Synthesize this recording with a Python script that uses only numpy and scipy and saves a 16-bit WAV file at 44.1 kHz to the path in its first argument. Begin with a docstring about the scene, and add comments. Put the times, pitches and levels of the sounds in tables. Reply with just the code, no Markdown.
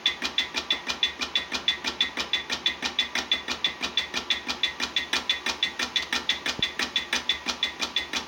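"""A small room, where an old hot-air engine runs on a wooden bench at three turns a second, slowing slightly.
The load reverses at each dead centre, so loose parts cross their play and strike: at one the rod knocks
and rings, at the other the linkage slaps, clinks and clatters. Each stroke rocks the bench by reaction.
Flame and bearings hiss softly; late on, a loose part jumps and a finger bumps the hand-held microphone."""
import sys
import numpy as np
from scipy import signal
from scipy.fft import rfft, irfft
from scipy.io import wavfile

SR = 44100
rng = np.random.default_rng(int(sys.argv[2]) if len(sys.argv) > 2 else 0)


def master(y):
    """Save y as 16-bit WAV."""
    cut = np.clip(np.atleast_2d(y).T, -1, 1)
    pcm = np.round(cut * 32767)  # scale
    wavfile.write(sys.argv[1], SR, pcm.astype(np.int16))


N = 364707
TIME = np.arange(N) / SR

# Normal modes of each body: pitch_hz, relative_level_db, t60_s
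ROD_MODES = [(1860, -34, 0.18), (1960, -43, 0.048), (2345, -32, 0.099), (2475, -33.5, 0.28),
             (2697, -30, 0.17), (2880, -32.5, .08), (3600, -40.5, 0.067), (3468, -15, 0.13),
             (3620, -33, .08), (3850, -37.5, 0.33), (3935, -29, 0.11), (4750, -61, 0.18),
             (5300, -42, 0.058)]
FLYWHEEL_MODES = [(1890, -31, .45), (2050, -27, .2), (2452, -44, .25), (3454, -33, .25), (4198, -43, .2)]
CRANK_MODES = [(1883, -31.5, 0.13), (2032, -26, 0.15), (2143, -34.5, 0.17)]
BENCH_MODES = [(52.7, -52.5, 0.32), (72.1, -44.5, 0.39), (116, -59.5, 0.29)]
HOLLOW_BASE_MODES = [(243.5, -37.5, 0.32), (287.4, -36.5, 0.24), (361.8, -42.5, 0.4), (441, -46, 0.43)]
FRAME_MODES = [(893, -37.5, .12), (1366, -38, 0.14), (1760, -52, 0.048), (1816, -36, 0.15),
               (2513, -37, 0.084), (2846, -41, 0.13), (3000, -50, 0.36), (3460, -33, 0.11),
               (3909, -31, 0.075), (4170, -52.5, 0.17), (4850, -39, 0.099), (5530, -43.5, 0.11),
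               (5980, -35.5, 0.064), (12700, -63, .07)]
LOOSE_LINK_MODES = [(2363, -20, 0.035), (2445, -27.5, 0.14)]
MICROPHONE_MODES = [(178, 1.5, 0.013), (414, 2, 0.0054)]
# Resonances sustained by belt and bearing friction: pitch_hz, rms_level_db, t60_s
FRICTION_MODES = [(357, -54.5, 0.15), (815, -57.5, 0.15), (875, -56.5, 0.15), (989, -52, 0.13),
                  (1153, -57.5, 0.15), (1176, -55.5, 0.17)]
# Noise spectrum of bearings, belt and flame: frequency_hz, relative_density_db
HISS_SPECTRUM = [(25, -14), (65, -18), (95, -16), (170, -1.5), (350, -0.5), (520, -2.5), (1050, -4),
                 (1400, -6), (2500, -4), (4000, -11), (6700, -18), (7800, -47.5), (9600, -33), (13000, -41),
                 (15500, -33.5)]
# Contacts within one turn, by sound: phase_turns, relative_level_db, t60_s
CONTACTS = { "knock": [(.002, -23.5, 0.023), (.022, -23.5, 0.09)], "chatter": [(.039, -27.5, 0.033),
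            (.06, -34.5, 0.12)], "rumble": [(.055, -35, 0.25), (.505, -34.5, 0.16), (.555, -32, 0.04),
            (.63, -37.5, 0.34)], "slap": [(.503, -17.5, 0.11)], "clatter": [(.553, -32, 0.18),
            (.582, -22, 0.069), (.607, -18.5, 0.05), (.635, -31.5, 0.16)]}
# Spectra of the dense ringing after those contacts, by sound: frequency_hz, relative_density_db
CONTACT_SPECTRA = { "knock": [(100, -32), (1400, -18), (1900, 0), (2900, -5), (3500, 6.5), (4400, -12),
                   (6300, -11.5), (8000, -40.5), (12000, -44.5), (15500, -43.5)], "chatter": [(60, -35),
                   (300, -19.5), (1400, -3), (4000, 5), (6300, -7.5), (7700, -16.5), (9200, -20.5),
                   (12000, -31), (15500, -18.5)], "rumble": [(50, -46), (120, -16), (200, -5), (260, 0.5),
                   (360, -7), (520, -8.5), (900, -7.5), (1600, -13), (5000, -57)], "slap": [(60, -61),
                   (280, -6.5), (600, -11), (1450, -5.5), (1850, 8.5), (2700, -5), (3500, -2.5),
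                   (4400, -24), (5600, -11.5), (7500, -31), (9000, -21.5), (12000, -46), (15500, -24.5)],
                   "clatter": [(60, -37.5), (280, -9.5), (700, -4), (1300, 1), (2000, -8.5), (3000, 3),
                   (4000, 1), (5100, -0.5), (6200, -7), (7100, -15), (7900, -24.5), (12000, -33.5),
                   (15500, -29.5)]}
# Force of the knock, easing as the engine slows: time_s, gain_db
KNOCK_FORCE = [(0, -0.4), (4.3, -0.56), (7.3, -1.5), (8, -3)]
# Usual force of the slap on the return stroke: time_s, gain_db
SLAP_FORCE = [(.2, -16), (3.4, -9.5), (4.8, -10), (5.4, -4.5), (6.9, -8.5), (7.5, -15)]
# Turns on which the rod falls back much harder or softer: time_s, extra_db
ODD_SLAPS = [(1.19, -8), (3.15, 5), (3.81, -10.5), (4.47, -9), (5.13, 6.5), (6.13, 3.5), (7.13, 8.5),
             (8.13, 7.5)]
# Jump of a loose part: start_s, level_db
STRAY_RATTLE = [(6.023, -27.5)]
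# Tap of a finger on the microphone: start_s, gain_db
FINGER_BUMP = [(6.592, -13)]
# Treble as the microphone drifts in the hand: time_s, gain_db
AIM_TREBLE = [(0, 1.5), (2.5, 0.5), (4.5, 1.5), (5.2, 3.5), (6.7, 3), (8.2, 3.5)]

FIRST_KNOCK_S, FIRST_TURN_S, SLOWING_S_PER_TURN = 0.0572, 0.323473, 0.0005156
HISS_DB, CLATTER_GAIN_DB = -44.5, -2.5
ROOM_T60_S = 0.34


def from_db(db):
    """Amplitude ratio for a level in decibels."""
    return 10 ** (np.asarray(db) / 20)


def add(out, start_s, sound):
    """Superposition: a sound adds to those already present."""
    start = max(int(start_s * SR), 0)
    remaining = max(N - start, 0)
    out[start:start + len(sound)] += sound[:remaining]


def at_crank(phase_turns, count=25):
    """Steady slowing: times at which the crank passes a phase, each turn a little longer than the last."""
    turns = np.arange(count) + phase_turns
    return FIRST_KNOCK_S + FIRST_TURN_S * turns + SLOWING_S_PER_TURN * turns * (turns - 1) / 2


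def impact_envelope(t60_s, size):
    """Damping: after an almost instant rise, amplitude falls exponentially."""
    t = TIME[:size]
    return from_db(-60 * t / t60_s) * (1 - np.exp(-t / .0004))


def coloured(x, spectrum, size=8192):
    """Minimum-phase filtering: a causal response of unit energy, so white noise keeps its level."""
    frequency_hz, density_db = np.transpose(spectrum)
    bins_hz = np.fft.rfftfreq(size, 1 / SR)
    gain_db = np.interp(np.log(bins_hz + 1), np.log(frequency_hz), density_db)
    cepstrum = irfft(np.log(from_db(gain_db)))[:size // 2]
    cepstrum[1:] *= 2
    response = irfft(np.exp(rfft(cepstrum, size)))
    return signal.fftconvolve(x, response / np.sqrt(np.sum(response ** 2)))[:len(x)]


def resonator(force, pitch_hz, t60_s):
    """Damped oscillator: each impulse of force starts a decaying sine."""
    decay, angle = from_db(-60 / (t60_s * SR)), 2 * np.pi * pitch_hz / SR
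    return signal.lfilter([0, np.sin(angle)], [1, -2 * decay * np.cos(angle), decay ** 2], force + 1e-18)


def ring(modes, starts_s, gain_db, scatter_db, rise_s, size=22000):
    """Free vibration: each blow excites a sum of damped modes, their strengths scattered at random."""
    pitch_hz, mode_db, t60_s = np.transpose(modes)
    t, out = TIME[:size], np.zeros(N)
    decay = from_db(-60 * t / t60_s[:, None])
    rise = 1 - from_db(-60 * t / rise_s)
    partials = np.sin(2 * np.pi * np.outer(pitch_hz, t)) * decay * rise
    signs = (-1) ** np.arange(len(pitch_hz))   # neighbouring modes swing in opposite directions
    uneven_db = scatter_db * rng.standard_normal((len(starts_s), len(pitch_hz)))
    strengths = from_db(np.reshape(gain_db, (-1, 1)) + mode_db + uneven_db)
    for start_s, sound in zip(starts_s, (signs * strengths) @ partials):
        add(out, start_s, sound)
    return out


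def contacts(name, gain_db, fresh_share, scatter_db, size=9000):
    """Modal overlap: dense modes ring as noise, which partly repeats as the same surfaces meet again."""
    out = np.zeros(N)
    for phase_turns, contact_db, t60_s in CONTACTS[name]:
        repeated, envelope = rng.standard_normal(size), impact_envelope(t60_s, size)
        for start_s, turn_db in zip(at_crank(phase_turns), gain_db):
            fresh = rng.standard_normal(size)
            ringing = np.sqrt(1 - fresh_share) * repeated + np.sqrt(fresh_share) * fresh
            strength = from_db(contact_db + turn_db + scatter_db * rng.standard_normal())
            add(out, start_s, strength * envelope * ringing)
    return coloured(out, CONTACT_SPECTRA[name])


def stroke_forces():
    """Impact force sets level, turn by turn: the knock eases, the slap is uneven, the clatter holds."""
    knock_db = np.interp(at_crank(0), *np.transpose(KNOCK_FORCE))
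    returns_s = at_crank(0.42)
    slap_db = np.interp(returns_s, *np.transpose(SLAP_FORCE))
    for time_s, extra_db in ODD_SLAPS:
        slap_db[np.argmin(np.abs(returns_s - time_s))] += extra_db
    return knock_db, slap_db, np.full(len(returns_s), CLATTER_GAIN_DB)


def running_noise():
    """Random forcing: flame and friction hiss, and the friction keeps a few resonances murmuring."""
    out = from_db(HISS_DB) * coloured(rng.standard_normal(N), HISS_SPECTRUM)
    for pitch_hz, level_db, t60_s in FRICTION_MODES:
        murmur = resonator(rng.standard_normal(N), pitch_hz, t60_s)
        out += from_db(level_db) * murmur / murmur.std()
    return out


def rod_ring(knock_db):
    """Backlash: as the load reverses, the rod crosses its play, rings, seats on the crank and rebounds."""
    rod = ring(ROD_MODES, at_crank(0), knock_db + 0.37, scatter_db=1.1, rise_s=0.0031)
    # the heavy wheel takes up the blow slowly
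    wheel = ring(FLYWHEEL_MODES, at_crank(0), knock_db + 0.42, scatter_db=0.5, rise_s=0.031)
    rebound = ring(ROD_MODES, at_crank(.195), knock_db - 18.5, scatter_db=2.5, rise_s=.015)
    seating = ring(CRANK_MODES, at_crank(.11), knock_db, scatter_db=1.2, rise_s=.03)
    return rod + wheel + rebound + seating


def out_stroke(knock_db):
    """Brief impacts excite a wide band: the knock cracks and a bright chatter follows."""
    crack = contacts("knock", knock_db, fresh_share=0.27, scatter_db=2.0)
    chatter = contacts("chatter", np.zeros_like(knock_db), fresh_share=.4, scatter_db=1.2)
    return crack + chatter


def bench(clatter_db):
    """Reaction: the piston shoves the bench to and fro; the boards rumble and the hollow base booms."""
    push = ring(BENCH_MODES, at_crank(0.091), gain_db=-.3, scatter_db=1.3, rise_s=0.065)
    pull = ring(BENCH_MODES, at_crank(.577), gain_db=1.3, scatter_db=0.5, rise_s=0.066)
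    boom = ring(HOLLOW_BASE_MODES, at_crank(.5), clatter_db, scatter_db=0, rise_s=0.0054)
    boom += ring(HOLLOW_BASE_MODES, at_crank(.61), clatter_db - 2, scatter_db=2.5, rise_s=0.011)
    rumble = contacts("rumble", clatter_db - .5, fresh_share=0.53, scatter_db=2.45)
    return push - pull + boom + rumble


def return_stroke(slap_db, clatter_db):
    """Backlash in reverse: the rod slaps back, a small link clinks, the linkage clatters on the frame."""
    slaps_s = at_crank(CONTACTS["slap"][0][0])
    slap = contacts("slap", slap_db, fresh_share=0.57, scatter_db=2.5)
    slap += ring(FRAME_MODES, slaps_s, slap_db + 4, scatter_db=2.0, rise_s=0.0042)
    slap += ring(ROD_MODES, slaps_s, slap_db - 13, scatter_db=1.5, rise_s=.003)
    clink = ring(LOOSE_LINK_MODES, at_crank(.552), clatter_db + 3, scatter_db=0, rise_s=0.017)
    clatter = contacts("clatter", clatter_db, fresh_share=0.4, scatter_db=0.36)
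    frame = ring(FRAME_MODES, at_crank(.6), clatter_db + 4, scatter_db=2.5, rise_s=0.013)
    return slap + clink + clatter + frame


def stray_rattle(t60_s=0.069, size=9000):
    """Impact noise: a loose part jumps once, out of step with the crank."""
    out = np.zeros(N)
    for start_s, level_db in STRAY_RATTLE:
        add(out, start_s, from_db(level_db) * impact_envelope(t60_s, size) * rng.standard_normal(size))
    return coloured(out, CONTACT_SPECTRA["clatter"])


def microphone_bump():
    """Structure-borne sound: a finger taps the housing, whose heavily damped modes give a dull thud."""
    starts_s, gain_db = np.transpose(FINGER_BUMP)
    return ring(MICROPHONE_MODES, starts_s, gain_db, scatter_db=0, rise_s=0.0036)


def room(x, first_echo_s=0.01, size=20000):
    """Reverberation: dense reflections decay exponentially and are duller than the direct sound."""
    tail = rng.standard_normal(size) * impact_envelope(ROOM_T60_S, size) * (TIME[:size] > first_echo_s)
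    tail = coloured(tail, [(100, 1.0), (1000, 2), (3000, -4.5), (7000, -5), (15000, -5.5)])
    return signal.fftconvolve(x, tail / np.sqrt(np.sum(tail ** 2)))[:N]


def aimed(x, treble_hz=5000):
    """Directivity: the treble changes with where the microphone points."""
    treble = signal.sosfiltfilt(signal.butter(2, treble_hz, "high", fs=SR, output="sos"), x)
    treble_gain = from_db(np.interp(TIME, *np.transpose(AIM_TREBLE)))
    return x + (treble_gain - 1) * treble


def scene():
    """Superposition of both strokes, their reflections, the running noise, the bench and the bump."""
    knock_db, slap_db, clatter_db = stroke_forces()
    ringing, knocks = rod_ring(knock_db), out_stroke(knock_db)
    clatters = return_stroke(slap_db, clatter_db) + stray_rattle()
    # the rod and wheel ring clearly, with little added echo
    echoes = room(from_db(-20) * ringing + from_db(-6.5) * knocks + from_db(-11) * clatters)
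    engine = ringing + knocks + clatters + echoes + running_noise()
    return (aimed(engine) + bench(clatter_db) + microphone_bump())[None]


def record(dry, low_cut_hz=45, high_cut_hz=16000):
    """Band limiting: the small microphone loses the deepest bass, and the top is cut steeply."""
    thin = signal.sosfilt(signal.butter(3, low_cut_hz, "high", fs=SR, output="sos"), dry)
    return signal.sosfilt(signal.ellip(10, .2, 70, high_cut_hz, fs=SR, output="sos"), thin)


dry = scene()
out = record(dry)
master(out)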